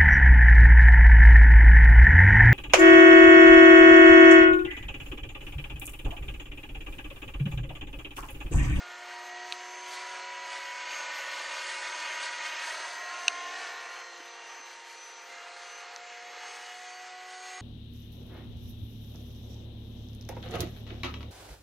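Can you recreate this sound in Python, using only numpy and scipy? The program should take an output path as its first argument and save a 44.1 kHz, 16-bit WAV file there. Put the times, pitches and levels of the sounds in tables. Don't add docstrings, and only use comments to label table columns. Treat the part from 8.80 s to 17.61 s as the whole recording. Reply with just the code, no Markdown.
import sys
import numpy as np
from scipy import signal
from scipy.fft import rfft, irfft, next_fast_len
from scipy.io import wavfile
from scipy.ndimage import uniform_filter1d, map_coordinates

SR = 44100
rng = np.random.default_rng(int(sys.argv[2]) if len(sys.argv) > 2 else 0)


def rack_gain(trim_db):
    fader = np.asarray(trim_db, float)
    return 10 ** (fader / 20)


def generate_wav(sig):
    pcm = np.round(np.clip(np.atleast_2d(sig).T, -1, 1) * 32767).astype(np.int16)
    wavfile.write(sys.argv[1], SR, pcm)


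N = 388521
TIME_S = np.arange(N) / SR
BLADE_PASS = 9 / 28


def evened(x):
    return x / np.sqrt(np.mean(x ** 2) + 1e-20)


def read(points, hz):
    f, value = np.transpose(points)
    return np.interp(np.log(hz + 1), np.log(f + 1), value)


def curves(rows):
    s, *columns = np.transpose(rows)
    return [np.interp(TIME_S, s, column) for column in columns]


def swell(s, span_s):
    return np.exp(-((TIME_S - s) / span_s) ** 2)


def drift(rate_hz):
    knots = rng.standard_normal(400)
    steps = np.arange(0, N + 64, 64)
    wander = map_coordinates(knots, [steps / SR * rate_hz % 390], order=3)
    return np.interp(np.arange(N), steps, wander)


def noise(points, patchy_db):
    frames, hz = N // 256 + 5, np.fft.rfftfreq(1024, 1 / SR)
    real, imaginary, patches = rng.standard_normal((frames, 513, 3)).T
    patches = uniform_filter1d(patches, size=14, axis=0)
    patches = evened(uniform_filter1d(patches, size=12, axis=1))
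    colour = rack_gain(read(points, hz)[:, None] + patchy_db * patches)
    cells = (real + 1j * imaginary) * colour
    return evened(signal.istft(cells, nperseg=1024, noverlap=768)[1][:N])


def add(mix, s, sound):
    part = mix[..., round(s * SR):][..., :sound.shape[-1]]
    part += sound[..., :part.shape[-1]]


# frequency in Hz, level in dB per Hz.
RUSTLE_COLOUR = [(100, -20.5), (300, -7.5), (900, 1.5), (2000, 4), (4500, -8), (7000, -21.5), (13000, -36)]
# frequency in Hz, level in dB per Hz.
HUM_COLOUR = [(100, 0), (220, 0), (400, -20.5), (900, -27.5)]


def field():
    rustle = np.array([noise(RUSTLE_COLOUR, patchy_db=1.2), noise(RUSTLE_COLOUR, patchy_db=1.2)])
    hum_db = -62.5 + 1.2 * drift(1.5)
    return rack_gain(-60) * rustle + rack_gain(hum_db) * noise(HUM_COLOUR, patchy_db=1.0)


# peak time in seconds, peak level in dB, pitch in Hz, ring in ms, left minus right in dB.
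TICKS = [(.72418, -16.5, 3200, .17, 2), (.7244, -25, 4000, .5, -2), (.7262, -32, 3800, .4, 1),
         (.7283, -32, 3500, .4, -1), (.7241, -30, 7600, .07, 5), (.7242, -31, 5600, .15, 0),
         (.7246, -30, 2700, .8, 0), (.7298, -42, 9000, .2, 1), (4.4812, -14, 6050, .45, -3),
         (4.4819, -8.5, 2700, .95, 1), (4.4812, -19, 4900, .3, -2), (4.4828, -19, 6100, .4, -2),
         (4.4846, -21, 2960, .7, -4), (4.4835, -14.5, 3950, .5, -2), (4.4817, -23, 8500, .4, -4),
         (4.4815, -23, 1550, 1.1, 1), (4.4822, -29, 800, .9, 0), (7.1622, -30, 6000, .4, -1),
         (7.1621, -33, 4700, .4, -5), (7.1621, -33, 3000, .12, -3), (7.1622, -41, 9500, .08, 0)]
# start in seconds, peak level in dB, pitch in Hz.
BUMPS = [
    (5.401, -42.5, 329),
    (5.796, -51, 275),
]


def handling():
    out, t = np.zeros((2, N)), np.arange(900) / SR
    lead_s, rise_share = .004, .9
    for s, peak_db, hz, ring_ms, pan_db in TICKS:
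        ms = (t - lead_s) * 1000
        rise = np.exp(-(ms / ring_ms / rise_share) ** 2)
        shape = np.where(ms < 0, rise, 1 / np.cosh(ms / ring_ms))
        sides = rack_gain(peak_db + pan_db * np.array([[.5], [-.5]]))
        add(out, s - lead_s, sides * shape * np.sin(2 * np.pi * hz * (t - lead_s)))
    push_s = 0.0034
    for s, peak_db, pitch_hz in BUMPS:
        push = t / push_s * np.exp(1 - t / push_s)
        add(out, s, rack_gain(peak_db) * np.sin(2 * np.pi * pitch_hz * t) * push * [[1], [1]])
    return out


def ground(x, lag_ms):
    late = map_coordinates(x, [np.arange(N) - lag_ms * SR / 1000], order=1)
    wash_db = curves(BLADE_LEVELS)[0]
    share = np.clip(.62 + .055 * (wash_db + 45), .2, .9)
    grass_hz = 4800
    return x + share * signal.filtfilt(*signal.butter(1, grass_hz, fs=SR), late)


def tone(turns, order, db, flicker_db, flicker_hz):
    shake = 2 * np.pi * rng.random() + .075 * order * drift(14.)
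    level = np.sqrt(2) * rack_gain(db + flicker_db * drift(flicker_hz))
    return level * np.sin(2 * np.pi * order * turns + shake)


def lobes_db(rows):
    t = np.arange(0, N / SR + .01, .01)
    gain = rack_gain(-70) + sum(rack_gain(db) * np.exp(-((t - s) / span) ** 2) for s, db, span in rows)
    return np.interp(TIME_S, t, 20 * np.log10(gain))


MOTOR_ORDERS = (2, 4, 8, 26)
TAIL_ORDERS = (1.5, 3, 4.5, 6)
GEAR_ORDERS = (2.25, 7.5, 9, 18, 26.48)
# time of the sweep in seconds, level in dB, half length in seconds.
MOTOR_LOBES = [
    [(0.45, -79, 0.44), (2.54, -63.5, 0.59), (4.63, -63.5, 0.077), (5.1, -64.0, 0.68), (7.35, -70, 2.5),
     (7.47, -63, 0.53)],
    [(0.39, -54, 0.064), (1.63, -43.5, 1.09), (3.15, -56, 0.24), (3.58, -47.4, 0.67), (4.41, -64, 0.09),
     (4.92, -53.5, 0.15), (5.92, -55, 0.6), (7.15, -66.5, 1.4)],
    [(0.51, -48.5, 0.37), (1.73, -47.4, 0.28), (2.43, -48, 0.082), (2.94, -52, 0.13), (3.64, -47, 0.29),
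     (4.22, -46.5, 0.09), (4.75, -50.5, 0.91), (8.45, -54.5, 1.04)],
    [(0.97, -56, 0.5), (2.14, -50.5, 0.093), (3.64, -57.5, 1.62), (4.59, -60, 0.13), (5.78, -61, 0.35),
     (6.32, -52.5, 0.15), (6.93, -55.5, 0.096), (8.14, -57, 0.13)],
]
TAIL_LOBES = [
    [(0.79, -54.5, 0.72), (2.95, -73, 1.2), (3.0, -68, 0.18), (5.38, -66, 0.12), (5.74, -69, 0.8),
     (9.0, -58, 0.76)],
    [(0.54, -50.9, 0.27), (0.84, -53, 1.33), (4.47, -49, 0.63), (5.52, -59, 0.23), (6.66, -52.8, 0.25),
     (7.27, -53.5, 0.25), (8.52, -46.5, 1.1)],
    [(0.97, -62, 0.72), (2.53, -52, 0.26), (3.41, -60, 0.23), (3.98, -59, 0.24), (4.33, -45, 0.16),
     (4.61, -39.5, 0.11), (5.05, -53, 0.28), (9.0, -58.5, 1.3)],
    [(0.04, -49, 0.26), (1.34, -51.4, 0.3), (2.32, -48, 0.34), (2.97, -54, 0.14), (3.42, -48.4, 0.48),
     (4.39, -50, 0.34), (5.11, -53, 0.31), (6.85, -57, 0.52), (8.48, -59.5, 0.66)],
]
GEAR_LOBES = [
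    [(1.53, -56.5, 0.53), (2.66, -54, 0.57), (3.55, -58.5, 0.4), (5.07, -61, 0.53), (6.8, -63.5, 0.81)],
    [(0.13, -56, 0.09), (2.45, -49.5, 0.21), (2.63, -57.5, 2.2), (3.83, -50, 0.09), (4.87, -50.5, 0.23)],
    [(1.78, -58.6, 1.5), (1.93, -53.8, 0.22), (3.68, -54, 0.37), (4.56, -52.5, 0.12), (6.56, -56, 0.064),
     (7.55, -68, 0.63)],
    [(1.8, -68, 1.2), (3.31, -62, .22), (3.82, -63, .09), (5.14, -61, .22), (6.98, -69, .2)],
    [(3.12, -73, 0.09), (3.79, -74, 0.09), (3.85, -54.5, 1.1), (4.53, -61, 0.06), (5.81, -54, 0.075),
     (7.66, -57, 0.14), (8.7, -53.5, 0.13)],
]


def strong_tones(turns):
    orders = MOTOR_ORDERS + TAIL_ORDERS + GEAR_ORDERS
    lobes = MOTOR_LOBES + TAIL_LOBES + GEAR_LOBES
    return sum(tone(turns, order, lobes_db(rows), .38 * np.sqrt(order), 13.)
               for order, rows in zip(orders, lobes))


POLE_ORDERS = (10, 12, 14, 16, 22, 24, 28, 30, 32, 48, 52)
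MESH_ORDERS = (1.82, 5.25, 17.27, 18.77, 19.53, 22.52, 23.27, 25.52, 25.83, 26.16, 26.64, 50.08)
POLE_DB = [-29.5, -19, -26.5, -35.5, -30, -34, -28.5, -27.5, -33, -40.5, -40]
MESH_DB = [-29, -31.5, -23, -23, -33, -30.5, -30, -40, -36, -28, -30, -39.5]


def faint_tones(turns, off_speed_hz):
    behind_db = -0.2 * off_speed_hz
    weak = zip(POLE_ORDERS + MESH_ORDERS, POLE_DB + MESH_DB)
    return sum(tone(turns, order, db + behind_db * (order / 50) ** 2, 2.6 + order / 22, 11.)
               for order, db in weak)


# multiple of the blade pass, level in dB above the blade hiss.
SLAPS = [(4, -33), (5, -36), (6, -33), (8, -28), (9, -26), (10, -30), (11, -29), (12, -27), (15, -27),
         (19, -27), (21, -29), (24, -29)]


def slaps(turns):
    bank_db = 11.5 * swell(4.67, span_s=0.39)
    harmonics = sum(tone(turns, k * BLADE_PASS, db, 1.06, 2.4) for k, db in SLAPS)
    return rack_gain(2.0 + bank_db) * harmonics


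# frequency in Hz, level in dB per Hz.
WASH_COLOUR = [(300, -41), (900, -11), (1500, 0), (2100, 3), (4000, -7.5), (7000, -12.5), (10000, -44),
               (13000, -81)]


def buzz(turns):
    passes = 2 * np.pi * BLADE_PASS * turns + .035 * drift(20.)
    pass_hz = 77
    pulses = sum(rack_gain(read(WASH_COLOUR, k * pass_hz)) * np.cos(k * passes + 2 * np.pi * rng.random())
                 for k in range(13, 44))
    return evened(pulses) * rack_gain(2.5 * drift(7.) - 7)


# frequency in Hz, level in dB per Hz.
TIPS_COLOUR = [(1500, -33), (3000, -13), (4500, -2.5), (6000, -13.5), (8000, -10.5), (10000, -17),
               (13000, -43)]
# frequency in Hz, level in dB per Hz.
RUSH_COLOUR = [(150, -52), (300, -18), (500, -8), (900, -1.5), (1300, -2.5), (2200, -10.5), (4000, -33.5)]
# time in seconds, wash in dB as distance changes, blade loading in dB.
BLADE_LEVELS = [(0.0, -49.5, -3), (.55, -48.5, -.3), (.9, -49, 0.5), (1.2, -45, 1), (1.5, -46.5, -0.8),
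                (2.16, -42, -1.6), (2.7, -40.5, -1), (3.3, -41, 2.5), (3.8, -41.5, -2.3), (4.2, -45.5, 6),
                (4.7, -43.5, -2), (5.3, -50, -3), (6.3, -52.5, 2.5), (6.55, -50, -0.3), (7.2, -50.5, -4),
                (7.65, -48.5, -3.9), (8.3, -51, 0.5), (8.81, -49, 5.5)]
# time in seconds, rise in dB, length in seconds.
GUSTS = [(0.733, 1.5, 0.09), (1.14, 1.5, 0.023), (1.742, 2, .04), (2.145, 1.5, 0.077), (2.897, 1, 0.034),
         (3.443, 3.5, 0.031), (3.665, 2.5, 0.029), (3.862, 2.5, 0.093), (4.286, -0.5, 0.027),
         (4.82, 2, 0.063), (7.73, 2, 0.19)]


def blades(turns, speed_hz):
    wash_db, load_db = curves(BLADE_LEVELS)
    off_speed_hz = speed_hz - 239.5
    tips_db = -9.5 + load_db + 1.8 * drift(4.)
    rush_db = -2.5 - 0.39 * off_speed_hz + 0.16 * load_db - 0.064 * (wash_db + 50) + 2.3 * drift(4.5)

    passes = 2 * np.pi * BLADE_PASS * turns
    wash_throb = 1 + 0.043 * np.cos(passes) + .1 * np.cos(passes / 2)
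    wash = noise(WASH_COLOUR, patchy_db=1.5) * wash_throb
    rush = noise(RUSH_COLOUR, patchy_db=0.5) * (1 + 0.047 * np.cos(passes + 0.69))
    tips_throb = 1 + 0.076 * np.cos(passes + 0.9) + 0.083 * np.cos(passes / 2)
    tips = noise(TIPS_COLOUR, patchy_db=1.5) * tips_throb

    loading_db = sum(db * swell(s, span) for s, db, span in GUSTS)
    gust_db = 0.55 * drift(10.0) + 1.37 * loading_db
    hiss = wash + buzz(turns) + rack_gain(rush_db) * rush + rack_gain(tips_db + gust_db) * tips
    faint_db = 3.5 - 0.37 * (wash_db + 43.5)
    rotor = hiss + rack_gain(faint_db) * faint_tones(turns, off_speed_hz) + slaps(turns)
    return rack_gain(wash_db + loading_db + 0.55 * drift(17.) + 0.56) * rotor


# time in seconds, heard shaft speed in Hz, ground echo lag in ms.
FLIGHT = [(0, 236.9, 3.3), (.6, 239.3, 3.15), (1.2, 243, 2.94), (1.8, 245.2, 3.16), (2.1, 246, 3.27),
          (2.4, 246.1, 3.34), (3, 244.2, 3.21), (3.6, 240.9, 3.25), (4.2, 237.3, 3.06), (4.5, 235.5, 2.85),
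          (4.8, 234.2, 2.69), (5.4, 233.2, 2.58), (6, 232.2, 2.52), (6.6, 232.9, 2.44), (7.2, 237, 2.36),
          (7.8, 241.2, 2.35), (8.4, 244.7, 2.47), (8.81, 246.4, 2.56)]


def scene():
    speed_hz, lag_ms = curves(FLIGHT)
    turns = np.cumsum(speed_hz) / SR
    turns = turns + .0025 * np.sin(np.pi * BLADE_PASS * turns)
    helicopter = strong_tones(turns) + ground(blades(turns, speed_hz), lag_ms)
    return helicopter + field() + handling()


# frequency in Hz, floor in dB relative to the loudness.
MID_FLOOR = [(150, -54.5), (260, -44), (400, -62), (7500, -65), (8600, -47), (9500, -44.5), (13000, -44)]
SIDE_FLOOR = [(300, -70.5), (2500, -65), (5000, -61.5), (7000, -59), (13000, -57)]


def sparse(x):
    hz, t, (mid, side) = signal.stft([x[0] + x[1], x[0] - x[1]], SR, "cosine", nperseg=2048, noverlap=1024)
    loud_db = 10 * np.log10(2 * (abs(mid / 2) ** 2).sum(0) + 1e-12)
    loud_db = signal.medfilt(loud_db, 7)
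    loud_db = -45.0 + 0.7 * (loud_db + 45) + 1.5 * rng.standard_normal(len(t))
    bands = uniform_filter1d(abs(side / 2) ** 2, size=16, axis=0)[8::16]
    bands = np.repeat(bands, 16, axis=0)
    bands = np.vstack([bands, bands[-1:]]) * rack_gain(5 * rng.standard_normal(len(t)))
    mid = mid * (abs(mid / 2) > rack_gain(read(MID_FLOOR, hz)[:, None] + loud_db))
    side = side * (np.sqrt(abs(bands)) > rack_gain(read(SIDE_FLOOR, hz)[:, None] + loud_db))
    sides = np.array([mid + side, mid - side]) / 2
    return signal.istft(sides, SR, "cosine", nperseg=2048, noverlap=1024)[1][:, :N]


def roll_off(x):
    return signal.sosfilt(signal.butter(12, 13920, fs=SR, output="sos"), x)


# frequency in Hz, level in dB.
MIC_RESPONSE = [(40, -77), (150, -35), (250, -8.5), (400, -3), (9000, 0)]
# frequency in Hz, left minus right in dB.
MIC_BALANCE = [(200, 3), (400, -1.2), (2200, -0.5), (4000, 0.44), (9000, 1)]


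def record(dry):
    size = next_fast_len(N + 4000)
    hz = np.fft.rfftfreq(size, 1 / SR)
    balance_db = np.array([[.5], [-.5]]) * read(MIC_BALANCE, hz)
    colour = rack_gain(read(MIC_RESPONSE, hz) + balance_db)
    heard = irfft(rfft(dry, size) * colour, size)[:, :N]
    return roll_off(sparse(heard))


dry = scene()
out = record(dry)
generate_wav(out)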